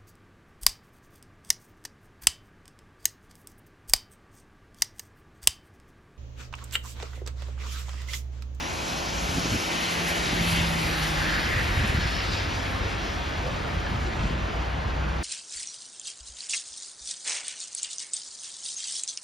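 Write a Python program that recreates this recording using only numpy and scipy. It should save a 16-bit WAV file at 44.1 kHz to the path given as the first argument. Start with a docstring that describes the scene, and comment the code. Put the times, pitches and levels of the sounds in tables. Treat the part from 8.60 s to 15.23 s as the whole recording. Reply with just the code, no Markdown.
"""A snowy city street from the pavement, on a windy day, with a stereo microphone out in the wind.
First a far roar of shaped noise, an engine's low tones pulling away, and wind: rumbling noise, pressure thumps.
A car nears, its tyres a moving noise spectrum with spray and ticking drops; near 2.2 s its exhaust tones sink.
Then slush swishes on as it leaves and a far engine hums. Late on come gliding brake tones, dull slaps of
slush, one high tick and an engine throb further off, all in front of the roar."""
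import sys
import numpy as np
from scipy import signal
from scipy.fft import rfft, irfft
from scipy.io import wavfile
from scipy.ndimage import uniform_filter1d

SR = 44100
rng = np.random.default_rng(int(sys.argv[2]) if len(sys.argv) > 2 else 0)


def unload_audio(sound):
    """Save the sound as a 16-bit wav file, at the path given as the first command line argument."""
    columns = np.transpose(np.atleast_2d(sound))
    # keep every value between -1 and 1, then stretch to whole-number steps
    steps = np.round(np.clip(columns, -1, 1) * 32767)
    wavfile.write(sys.argv[1], SR, steps.astype(np.int16))


N = 292383
TIME = np.arange(N) / SR
FRAME_S = np.arange(N // 256 + 5)[:, None] * 256 / SR  # one frame every 256 samples
BIN_HZ = np.fft.rfftfreq(1024, 1 / SR)


def amp(db):
    """Decibels to gain."""
    return 10 ** (np.asarray(db) / 20)


def unit(x):
    """Scales to rms 1."""
    return x / np.sqrt(np.mean(abs(x) ** 2) + 1e-30)


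def bump(x, centre, half_width):
    """A smooth rise and fall of height 1 around a time or frequency."""
    return np.exp(-((x - centre) / half_width) ** 2)


def ramp(t, s, length):
    """A smooth step from 0 to 1 around the time s."""
    return (1 + np.tanh((t - s) / length)) / 2


def over_hz(points, hz):
    """Reads a table on a log-frequency axis."""
    f, value = np.transpose(points)
    return np.interp(np.log(hz + 1), np.log(f + 1), value)


def by_frame(curve):
    """Reads a curve at the frame times."""
    return np.interp(FRAME_S, TIME, curve)


def waver(rate_hz):
    """Slow random motion of rms 1, mostly below rate_hz."""
    hz = np.fft.rfftfreq(N, 1 / SR)
    slow = rfft(rng.standard_normal(N)) / (1 + (hz / rate_hz) ** 4)
    return unit(irfft(slow, N))


def coloured(gain, likeness):
    """Two channels of unit noise with a spectrum gain(Hz) and a given likeness."""
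    hz = np.fft.rfftfreq(N, 1 / SR)
    mid, side = irfft(rfft(rng.standard_normal((2, N))) * gain(hz), N)
    side = side * np.sqrt(abs((1 - likeness) / (1 + likeness)))
    return unit(np.array([mid + side, mid - side]))


def noise_band(centre_hz, width_hz, likeness):
    """Two channels of unit noise in one bell-shaped band."""
    return coloured(lambda hz: bump(hz, centre_hz, 2 * width_hz), likeness)


def band_power(centre_hz, width_hz):
    """A bell-shaped band over the bins, with a fixed total power."""
    bell = np.exp(-.5 * ((BIN_HZ - centre_hz) / width_hz) ** 2)
    return bell / bell.sum(-1, keepdims=True) / 2


def shape(points, reference_hz):
    """A spectrum scaled to unit power in its reference band."""
    low_hz, high_hz = reference_hz
    gain = amp(over_hz(points, BIN_HZ))
    return gain / np.linalg.norm(gain[(BIN_HZ > low_hz) & (BIN_HZ < high_hz)])


def patches(size):
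    """A smooth random field of rms 1; size is its smoothing in (frames, bins)."""
    field = rng.standard_normal((len(FRAME_S), len(BIN_HZ)))
    for axis in (0, 1, 0, 1):
        field = uniform_filter1d(field, size[axis], axis)
    return unit(field)


def steadied(x, span_s):
    """Evens out the slow level of a noise, so that an envelope alone sets it."""
    return x / np.sqrt(uniform_filter1d((x ** 2).mean(0), size=int(span_s * SR)))


def image(rows):
    """Likeness and phase between the microphone's two ports as one complex value for each bin."""
    hz, likeness, turns = np.transpose(rows)
    size = np.clip(over_hz(np.c_[hz, likeness], BIN_HZ), 0, 1)
    return size * np.exp(2j * np.pi * over_hz(np.c_[hz, turns], BIN_HZ))


# the street between the two ports while the car approaches: pitch_hz, likeness (0-1), phase_turns
APPROACH_IMAGE = [(60, 0.7, 0.096), (330, 0.76, 0.035), (530, 0.8, 0.25), (1010, 0.42, 0.31),
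                  (1300, 0.46, 0.39), (1600, 0.1, 0.49), (1940, 0.53, 0.9), (2200, 0.62, 0.82),
                  (2900, 0.97, 1), (3600, 0.96, 1), (13000, 1, 1)]
# the same once the car has passed: pitch_hz, likeness (0-1), phase_turns
LEAVING_IMAGE = [(60, 0.76, 0.093), (330, .62, -0.065), (530, 0.1, 0.081), (710, 0.16, 0.31),
                 (1000, 0.17, 0.28), (1660, 0.64, 0.11), (1890, .32, 0.097), (2170, 0.37, 0.093),
                 (2470, 0.76, -.06), (2900, 0.84, -0.083), (3700, 0.96, -0.026), (6100, 1, 0.05),
                 (13000, 1, -0.054)]
IMAGE_SWING_S, IMAGE_SWING_LENGTH_S = 2.2, 0.14


def street_noise(magnitude):
    """Noise from a time-varying spectrum as two ports hear it; its image swings across as the car goes by."""
    a, b, c, d = rng.standard_normal((4, len(FRAME_S), len(BIN_HZ)))
    past = ramp(FRAME_S, IMAGE_SWING_S, IMAGE_SWING_LENGTH_S)
    same = (1 - past) * image(APPROACH_IMAGE) + past * image(LEAVING_IMAGE)
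    left = a + 1j * b
    right = same * left + np.sqrt(abs(1 - abs(same) ** 2)) * (c + 1j * d)
    z = np.array([left, right]) * magnitude
    return np.sqrt(2) * signal.istft(z.transpose(0, 2, 1), nperseg=1024, noverlap=768)[1][:, :N]


# colour of the far roar, before scaling to unit power in a band: pitch_hz, level_db (per Hz)
ROAR = [(20, -42), (55, -10), (120, -0.5), (250, 0.5), (330, -1), (430, -3), (560, -1), (750, 0.5),
        (1200, -3.5), (1800, -7), (2600, -14.5), (5000, -28.5), (8000, -38), (15000, -56)]


def far_traffic(level_db=-37.5, swell_db=1.66, swell_s=1.75, swell_length=1.0, patchy_db=1.21):
    """The diffuse roar of the streets around, a little louder as the car goes by."""
    roar_db = level_db + swell_db * bump(FRAME_S, swell_s, swell_length)
    colour = shape(ROAR, reference_hz=(450, 1300))
    return street_noise(amp(roar_db + patchy_db * patches(size=(14, 3))) * colour)


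def facades(x, echo_db=-10, drift=.0006, count=10):
    """Buildings across the street send back weak echoes; their paths change as the cars move."""
    echoes = np.zeros((2, N))
    delays_s = rng.uniform(.008, .06, count)
    speeds = rng.uniform(-1, 1, count)
    signs = rng.choice([-1, 1], count)
    for delay_s, speed, sign in zip(delays_s, speeds, signs):
        earlier = np.round(abs(TIME - delay_s - drift * speed * TIME) * SR).astype(int)
        echoes += sign * x[:, np.minimum(earlier, N - 1)]
    return (x + amp(echo_db) * echoes / np.sqrt(count)) / np.hypot(1, amp(echo_db))


def engine(hz, level, orders, unsteady, flutter_db):
    """Firing tones, at multiples of hz, that wander a little in pitch and strength."""
    s, db = np.transpose(level)
    turns = np.cumsum(hz * (1 + unsteady * waver(13.1))) / SR
    fade = np.interp(TIME, [s[0] - .2, s[0], s[-1], s[-1] + .2], [0, 1, 1, 0])
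    tones = np.zeros(N)
    for multiple, order_db in orders:
        strength = amp(order_db + flutter_db * waver(3.7))
        tones += strength * np.sin(2 * np.pi * (multiple * turns + rng.random()))
    return np.sqrt(2) * fade * amp(np.interp(TIME, s, db)) * tones


HUM_HZ = 99.5
# a brief far engine hum: time_s, level_db
HUM_LEVEL = [(3.7, -35.5), (4.0, -39), (4.2, -38.5)]


def far_hum():
    """A nearly steady engine note that comes through once the close car has gone by."""
    return engine(HUM_HZ, HUM_LEVEL, [(1, 0)], unsteady=0.01, flutter_db=-0.5)


THROB_HZ, THROB_RISE_HZ_PER_S = 56.8, 1.8  # it speeds up slowly
# a low engine throb further off, before its tones' own levels: time_s, level_db
THROB_LEVEL = [(4.6, -44), (5.0, -43), (5.45, -37), (5.6, -40), (5.85, -38), (6.03, -43), (6.28, -38),
               (6.47, -31.5), (6.63, -41)]


def throb():
    """An uneven engine further down the street: three firing tones that wander."""
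    hz = THROB_HZ + THROB_RISE_HZ_PER_S * (TIME - THROB_LEVEL[0][0])
    return engine(hz, THROB_LEVEL, [(1, 3.0), (1.5, -10), (2.5, -5)], unsteady=0.024, flutter_db=0.9)


PULL_HZ, PULL_RISE_HZ_PER_S = 52, 3.2
# another engine pulling away at the start: time_s, level_db
PULL_LEVEL = [(0, -47), (.3, -52), (.5, -38), (.65, -35.5), (.85, -45)]


def pulling_away():
    """The low note of an engine gathering speed, soon lost in the street."""
    return engine(PULL_HZ + PULL_RISE_HZ_PER_S * TIME, PULL_LEVEL, [(1, 0)], unsteady=0.02, flutter_db=0.5)


# faint far brakes: start_s, rise_s, decay_s, pitch_hz (at the start), glide (share per s, at first), level_db
SQUEAKS = [(4.81, 0.056, 0.04, 494, .4, -35.5), (5.243, .01, 0.05, 1755, -0.57, -37),
           (5.445, 0.027, 0.046, 373, -0.54, -38)]


def squeaks(unsteady=0.0041, settle_s=.08):
    """Short tones from far brakes: each swells, slides to its final pitch and trails off."""
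    wander = 1 + unsteady * waver(39.5)
    out = np.zeros(N)
    for s, rise_s, decay_s, hz, glide, db in SQUEAKS:
        age = np.maximum(TIME - s, 0)
        slide = 1 + glide * settle_s * np.tanh(age / settle_s)
        turns = np.cumsum(hz * wander * slide) / SR
        envelope = np.minimum(age / rise_s, 1) * np.exp(-np.maximum(age - rise_s, 0) / decay_s)
        out += amp(db) * envelope * np.sqrt(2) * np.sin(2 * np.pi * turns)
    return out


# small soft slaps of slush further off: loudest_s, half_length_s, centre_hz, width_hz, level_db
SLAPS = [(4.88, 0.017, 570, 45, -36), (5.075, .025, 700, 180, -38), (5.26, .015, 580, 60, -41),
         (5.265, 0.018, 1520, 130, -39)]


def slaps():
    """Each lump of slush lands as a short dull puff of noise."""
    out = np.zeros((2, N))
    for s, length, hz, width_hz, db in SLAPS:
        out += amp(db) * np.sqrt(bump(TIME, s, length)) * noise_band(hz, width_hz, likeness=0.41)
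    return out


def tick(s=4.779, db=-42, hz=12000, length=.00014):
    """One faint, very high tick close by: a tone burst of a few cycles."""
    return amp(db) * bump(TIME, s, length) * np.cos(2 * np.pi * hz * (TIME - s))


# colour of the rumble, relative: pitch_hz, level_db (per Hz)
WIND = [(10, -60), (22, -34), (35, -5.5), (55, 3.5), (90, -0.5), (130, -10), (200, -12), (320, -30),
        (600, -26.5), (2000, -90)]
# gusts on the microphone, before the wind's trim: loudest_s, half_length_s, level_db
GUSTS = [(0.17, 0.052, -36), (.68, 0.13, -33), (0.933, 0.04, -41), (1.78, 0.062, -37), (2.0, 0.065, -33),
         (3.138, 0.2, -27.5), (3.38, 0.18, -29.5), (5.66, 0.087, -31), (5.88, 0.068, -33), (6.17, .08, -34)]
# spells of finer turbulence: loudest_s, half_length_s, centre_hz, width_hz, level_db
FLUTTERS = [(0.748, .035, 225, 55, -34.5), (0.928, 0.045, 100, 22, -30.5), (1.787, 0.05, 200, 75, -37),
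            (3.22, 0.041, 190, 55, -34.5), (3.37, 0.04, 200, 70, -39), (4.887, 0.094, 150, 30, -37.5),
            (5.716, 0.068, 199, 80, -35)]
# the wind picks up from a calm to a steady breeze (levels before the trim)
CALM_DB, BREEZE_DB, PICKUP_S, PICKUP_LENGTH_S = -42, -31, 1.52, 0.19


def wind(trim_db=-2, lumpy_db=1.5):
    """Turbulence at the ports: a lumpy rumble, with spells of finer flutter."""
    picked_up = ramp(TIME, PICKUP_S, PICKUP_LENGTH_S)
    power = amp(CALM_DB + (BREEZE_DB - CALM_DB) * picked_up) ** 2
    for s, length, db in GUSTS:
        power += amp(db) ** 2 * bump(TIME, s, length)
    rumble = steadied(coloured(lambda hz: amp(over_hz(WIND, hz)), likeness=0.94), span_s=.11)
    flutter = np.zeros((2, N))
    for s, length, hz, width_hz, db in FLUTTERS:
        noise = steadied(noise_band(hz, width_hz, likeness=0.97), span_s=0.051)
        flutter += amp(db) * np.sqrt(bump(TIME, s, length)) * noise
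    return amp(trim_db + lumpy_db * waver(17)) * np.sqrt(power) * rumble + flutter


# the strongest eddies that hit the microphone: centre_s, level_db (before the pulse's taper), pitch_hz
BUFFETS = [(0.692, -25, 240), (0.773, -21, 250), (0.784, -15, 205), (0.858, -20.5, 230),
           (0.927, -22.5, 180), (0.936, -22, 170), (0.947, -19, 280), (0.961, -19, 199),
           (1.733, -20.5, 205), (1.815, -17, 159), (1.929, -21, 85), (2.012, -17, 81.5), (2.969, -16.5, 95),
           (3.179, -21, 80), (3.197, -17, 95), (3.248, -19, 135), (3.301, -15, 85), (3.349, -20, 171),
           (3.376, -18, 90), (3.387, -24, 190), (3.459, -19, 85), (3.849, -22.5, 101), (4.263, -21, 79),
           (5.174, -21, 70), (5.353, -17, 95), (5.431, -24, 66), (5.6, -19, 85), (5.631, -20, 95),
           (5.643, -23, 170), (5.659, -20, 130), (5.712, -21, 150)]


def buffets(cycles=0.52):
    """Each eddy is one quick push and pull of pressure."""
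    out = np.zeros(N)
    for s, db, hz in BUFFETS:
        near = abs(TIME - s) < .1
        turns = (TIME[near] - s) * hz
        pulse = np.exp(-(turns / cycles) ** 2) * np.sin(2 * np.pi * turns)
        out[near] += amp(db) * pulse * rng.choice([-1, 1])
    return out


def passing_db(path, fall_db):
    """Level of a source driving by on a straight line, relative to its nearest point."""
    nearest_s, cover_s = path
    return -fall_db * np.log10(np.hypot(1, (TIME - nearest_s) / cover_s))


# the close car: nearest_s, cover_s (time to cover its own distance from the pavement)
PASS = (2.22, 1.44)
# hollow road noise under the passing car: centre_hz, width_hz, level_db (when nearest)
ROAD_BOOM = [(324.5, 21, -43.5), (560, 110, -48.5)]


def road_boom(fall_db=20):
    """Hollow resonances under the car swell and fade with its distance."""
    boom = np.zeros((2, N))
    for hz, width_hz, db in ROAD_BOOM:
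        boom += amp(db) * noise_band(hz, width_hz, likeness=0.36)
    return amp(passing_db(PASS, fall_db)) * boom


# partials of the exhaust, relative to its level curve: multiple, level_db
EXHAUST_ORDERS = [(1, -1.5), (1.5, -21.5), (2, -17.5), (3.5, -23)]
# Doppler glide of the drone: mean pitch_hz, shift (share), turn_s, glide_s (time it takes)
EXHAUST_GLIDE = (162.5, .056, 2.2, 0.365)
# the drone, before partial and channel levels: time_s, level_db
EXHAUST_LEVEL = [(.45, -45), (.65, -37.5), (1.1, -44), (1.5, -36), (1.75, -37), (1.86, -29), (2.08, -29.5),
                 (2.27, -34), (2.7, -35.5), (2.84, -38), (2.96, -47)]
# its octave flares as the tailpipe turns this way: loudest_s, half_length_s, extra_db
TAILPIPE = [(2.563, 0.04, 12), (2.672, 0.04, 16)]


def exhaust():
    """The drone of the close car, high on approach, lower and briefly brighter as it leaves."""
    mean_hz, shift, turn_s, glide_s = EXHAUST_GLIDE
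    along = (TIME - turn_s) / glide_s
    hz = mean_hz * (1 - shift * along / np.hypot(1, along))
    flare_db = sum(db * bump(TIME, s, length) for s, length, db in TAILPIPE)
    orders = [(multiple, db + flare_db * (multiple == 2)) for multiple, db in EXHAUST_ORDERS]
    drone = engine(hz, EXHAUST_LEVEL, orders, unsteady=0.0033, flutter_db=0.5)
    return drone * amp([[-.2], [1.2]])  # dB, left and right


# tread hiss, before the tyre and drop trims: level_db (when nearest), fall_db (per tenfold distance)
TREAD = (-32, 20.2)
# the hiss dips between the front and the rear wheels: centre_s, half_length_s, dip_db
AXLE_GAP = (2.145, 0.053, -3.5)


def tread_level():
    """The tread hiss follows the car's distance and dips between the axles (dB)."""
    s, length, dip_db = AXLE_GAP
    level_db, fall_db = TREAD
    return level_db + passing_db(PASS, fall_db) + dip_db * bump(TIME, s, length)


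# the cloud of fine spray: nearest_s, cover_s (time to cover its own distance from the pavement)
SPRAY_PASS = (1.69, 1.58)
# its fizz, before the tyre and drop trims: level_db (when nearest), fall_db (per tenfold distance)
FIZZ = (-50, 47.7)
# wet patches that throw up more spray: loudest_s, half_length_s, extra_db (before the treble weighting)
SPLASHES = [(.3, 0.076, 3.5), (0.75, 0.054, 3.5), (1.22, 0.06, 3), (1.5, .02, 7), (1.91, 0.066, 9.5),
            (2.237, .04, 5), (2.45, 0.066, 5.5), (4.49, 0.058, 4)]
# once the car is past, its body hides part of the spray
SHADE_DB, SHADE_S, SHADE_LENGTH_S = -3.5, 3.8, 0.39


def spray_level():
    """The spray fades faster with distance than the tread and leaps at each wet patch (dB)."""
    level_db, fall_db = FIZZ
    splashes = sum(db * bump(TIME, s, length) for s, length, db in SPLASHES)
    shade = SHADE_DB * ramp(TIME, SHADE_S, SHADE_LENGTH_S)
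    return level_db + passing_db(SPRAY_PASS, fall_db) + shade + splashes


def droplets(trim_db=-6, per_s=900, count=16):
    """Flung drops of slush patter back on the road, each a tick of a few cycles; they follow tread and spray."""
    out = np.zeros((2, N))
    t = np.arange(-64, 64) / SR
    spread_db = 2.5
    for hz in np.geomspace(2000, 7000, count):
        falls = rng.random(N) < per_s / count / SR
        sizes = amp(spread_db * np.minimum(rng.exponential(1, N), 4)) * falls
        drop = np.exp(-(t * hz / 1.6) ** 2) * np.cos(2 * np.pi * hz * t) / np.sqrt(hz)
        out += np.outer(rng.uniform(0.95, 1, 2), np.convolve(sizes, drop, "same"))
    return amp(trim_db + (tread_level() + spray_level()) / 2) * unit(out)


# colour of the wet tread, before scaling to unit power in a band: pitch_hz, level_db (per Hz)
HISS = [(80, -14), (250, -9), (450, -8), (700, -7.5), (1200, -3), (2000, 2.5), (3000, -1.17), (4200, -4),
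        (5000, -6), (5600, -8.5), (6200, -10.5), (7300, -10.5), (10000, -16), (12500, -21.5), (15500, -20)]
# the tread sings in two bands, a higher one towards the front and a lower one towards the rear,
# before splutter and lean: loudest_s, half_length_s, centre_hz, width_hz, level_db
TREAD_BANDS = [(1.62, 0.66, 2500, 540, -36), (3.25, 0.8, 1780, 400, -38)]
# water sizzles ahead of the approaching wheels, one row of the same columns
BOW_SIZZLE = (0.83, 0.75, 5900, 900, -38.5)
# tyres cutting through ridges of slush, before splutter and lean:
# loudest_s, rise_s, centre_hz, width_hz, level_db
SWISHES = [(0.5, 0.07, 4900, 700, -39), (1.15, .06, 3200, 700, -41), (1.32, .1, 3900, 500, -39),
           (1.52, 0.14, 1950, 240, -38), (1.995, 0.12, 2830, 560, -30.5), (2.02, 0.067, 6400, 900, -41),
           (2.3, 0.08, 2250, 600, -39), (2.76, 0.17, 1710, 190, -29), (2.85, 0.18, 4570, 450, -41),
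           (2.995, 0.13, 1790, 220, -27.5), (3.3, 0.18, 1900, 260, -36.5), (3.58, 0.17, 4600, 550, -40),
           (3.79, 0.13, 4440, 640, -35.5), (3.79, 0.12, 7000, 800, -47), (4.0, .13, 4700, 1000, -44),
           (4.5, .15, 4400, 1100, -45), (5.48, .04, 6160, 1200, -51), (5.67, 0.065, 6150, 1400, -47.5)]
SWISH_CUT = 0.22  # a swish builds up, then stops short: its fall as a share of its rise


def tyres(trim_db=-2.5, spray_db=17, hollow_db=-9, patchy_db=1, ripple_db=0.7, splash_db=1.76, lean_db=1):
    """Wet tread hisses; thrown spray brightens it and splutters; ridges of slush swish."""
    hiss_db = by_frame(tread_level())
    fine_db = by_frame(spray_level()) - hiss_db
    colour = shape(HISS, reference_hz=(2300, 5500))
    # how strongly the spray sets each pitch: (Hz, share)
    treble = over_hz([(3000, 0.061), (5000, 0.27), (6500, 0.31), (10000, 0.79), (15000, 0.86)], BIN_HZ)
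    splutter = splash_db * patches(size=(4, 120)) * (0.22 + treble) + patchy_db * patches(size=(12, 7))
    # reflections off road and walls comb the hiss, shifting slowly
    ripple = ripple_db * patches(size=(70, 3))
    # one band is hollow while the car is still far off
    hollow = hollow_db * bump(BIN_HZ, 1960, 280) * bump(FRAME_S, 0.39, 0.64)
    power = (amp(trim_db + hiss_db + hollow + treble * (fine_db + spray_db)) * colour) ** 2
    for s, length, centre_hz, width_hz, db in TREAD_BANDS + [BOW_SIZZLE]:
        power = power + amp(db) ** 2 * bump(FRAME_S, s, length) * band_power(centre_hz, width_hz)
    for s, rise_s, centre_hz, width_hz, db in SWISHES:
        swell = bump(FRAME_S, s, rise_s * np.where(FRAME_S < s, 1, SWISH_CUT))
        power = power + amp(db) ** 2 * swell * band_power(centre_hz, width_hz)
    # positive leans left: (Hz, dB)
    lean = lean_db * over_hz([(1300, -0.43), (3000, 1.36), (5000, 1.0), (7000, -0.53)], BIN_HZ)
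    return street_noise(np.sqrt(power) * amp(splutter + ripple) * amp([[lean], [-lean]]))


def scene():
    """Street, passing car, engines and wind together."""
    street = facades(far_traffic() + squeaks() + tyres()) + road_boom() + droplets()
    engines = far_hum() + throb() + pulling_away() + exhaust()
    return street + engines + slaps() + tick() + wind() + buffets()


# the treble sounds wide, its phase turning between the ears: pitch_hz, phase_turns
TREBLE_TURN = [(5900, 0), (7300, .27), (7900, .42), (8700, .58), (9300, .72), (10800, .96), (12500, 1.04),
               (14000, 1.5)]
EDGE_HZ = 13950  # upper band limit


def record(dry):
    """The right channel turns in phase through the treble; then the band limit."""
    turn = np.exp(2j * np.pi * over_hz(TREBLE_TURN, np.fft.rfftfreq(N, 1 / SR)))
    pair = np.array([dry[0], irfft(rfft(dry[1]) * turn, N)])
    low_pass = signal.firwin(511, EDGE_HZ, window=("kaiser", 9), fs=SR)
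    return signal.oaconvolve(pair, low_pass[None], "same", axes=1)


dry = scene()
out = record(dry)
unload_audio(out)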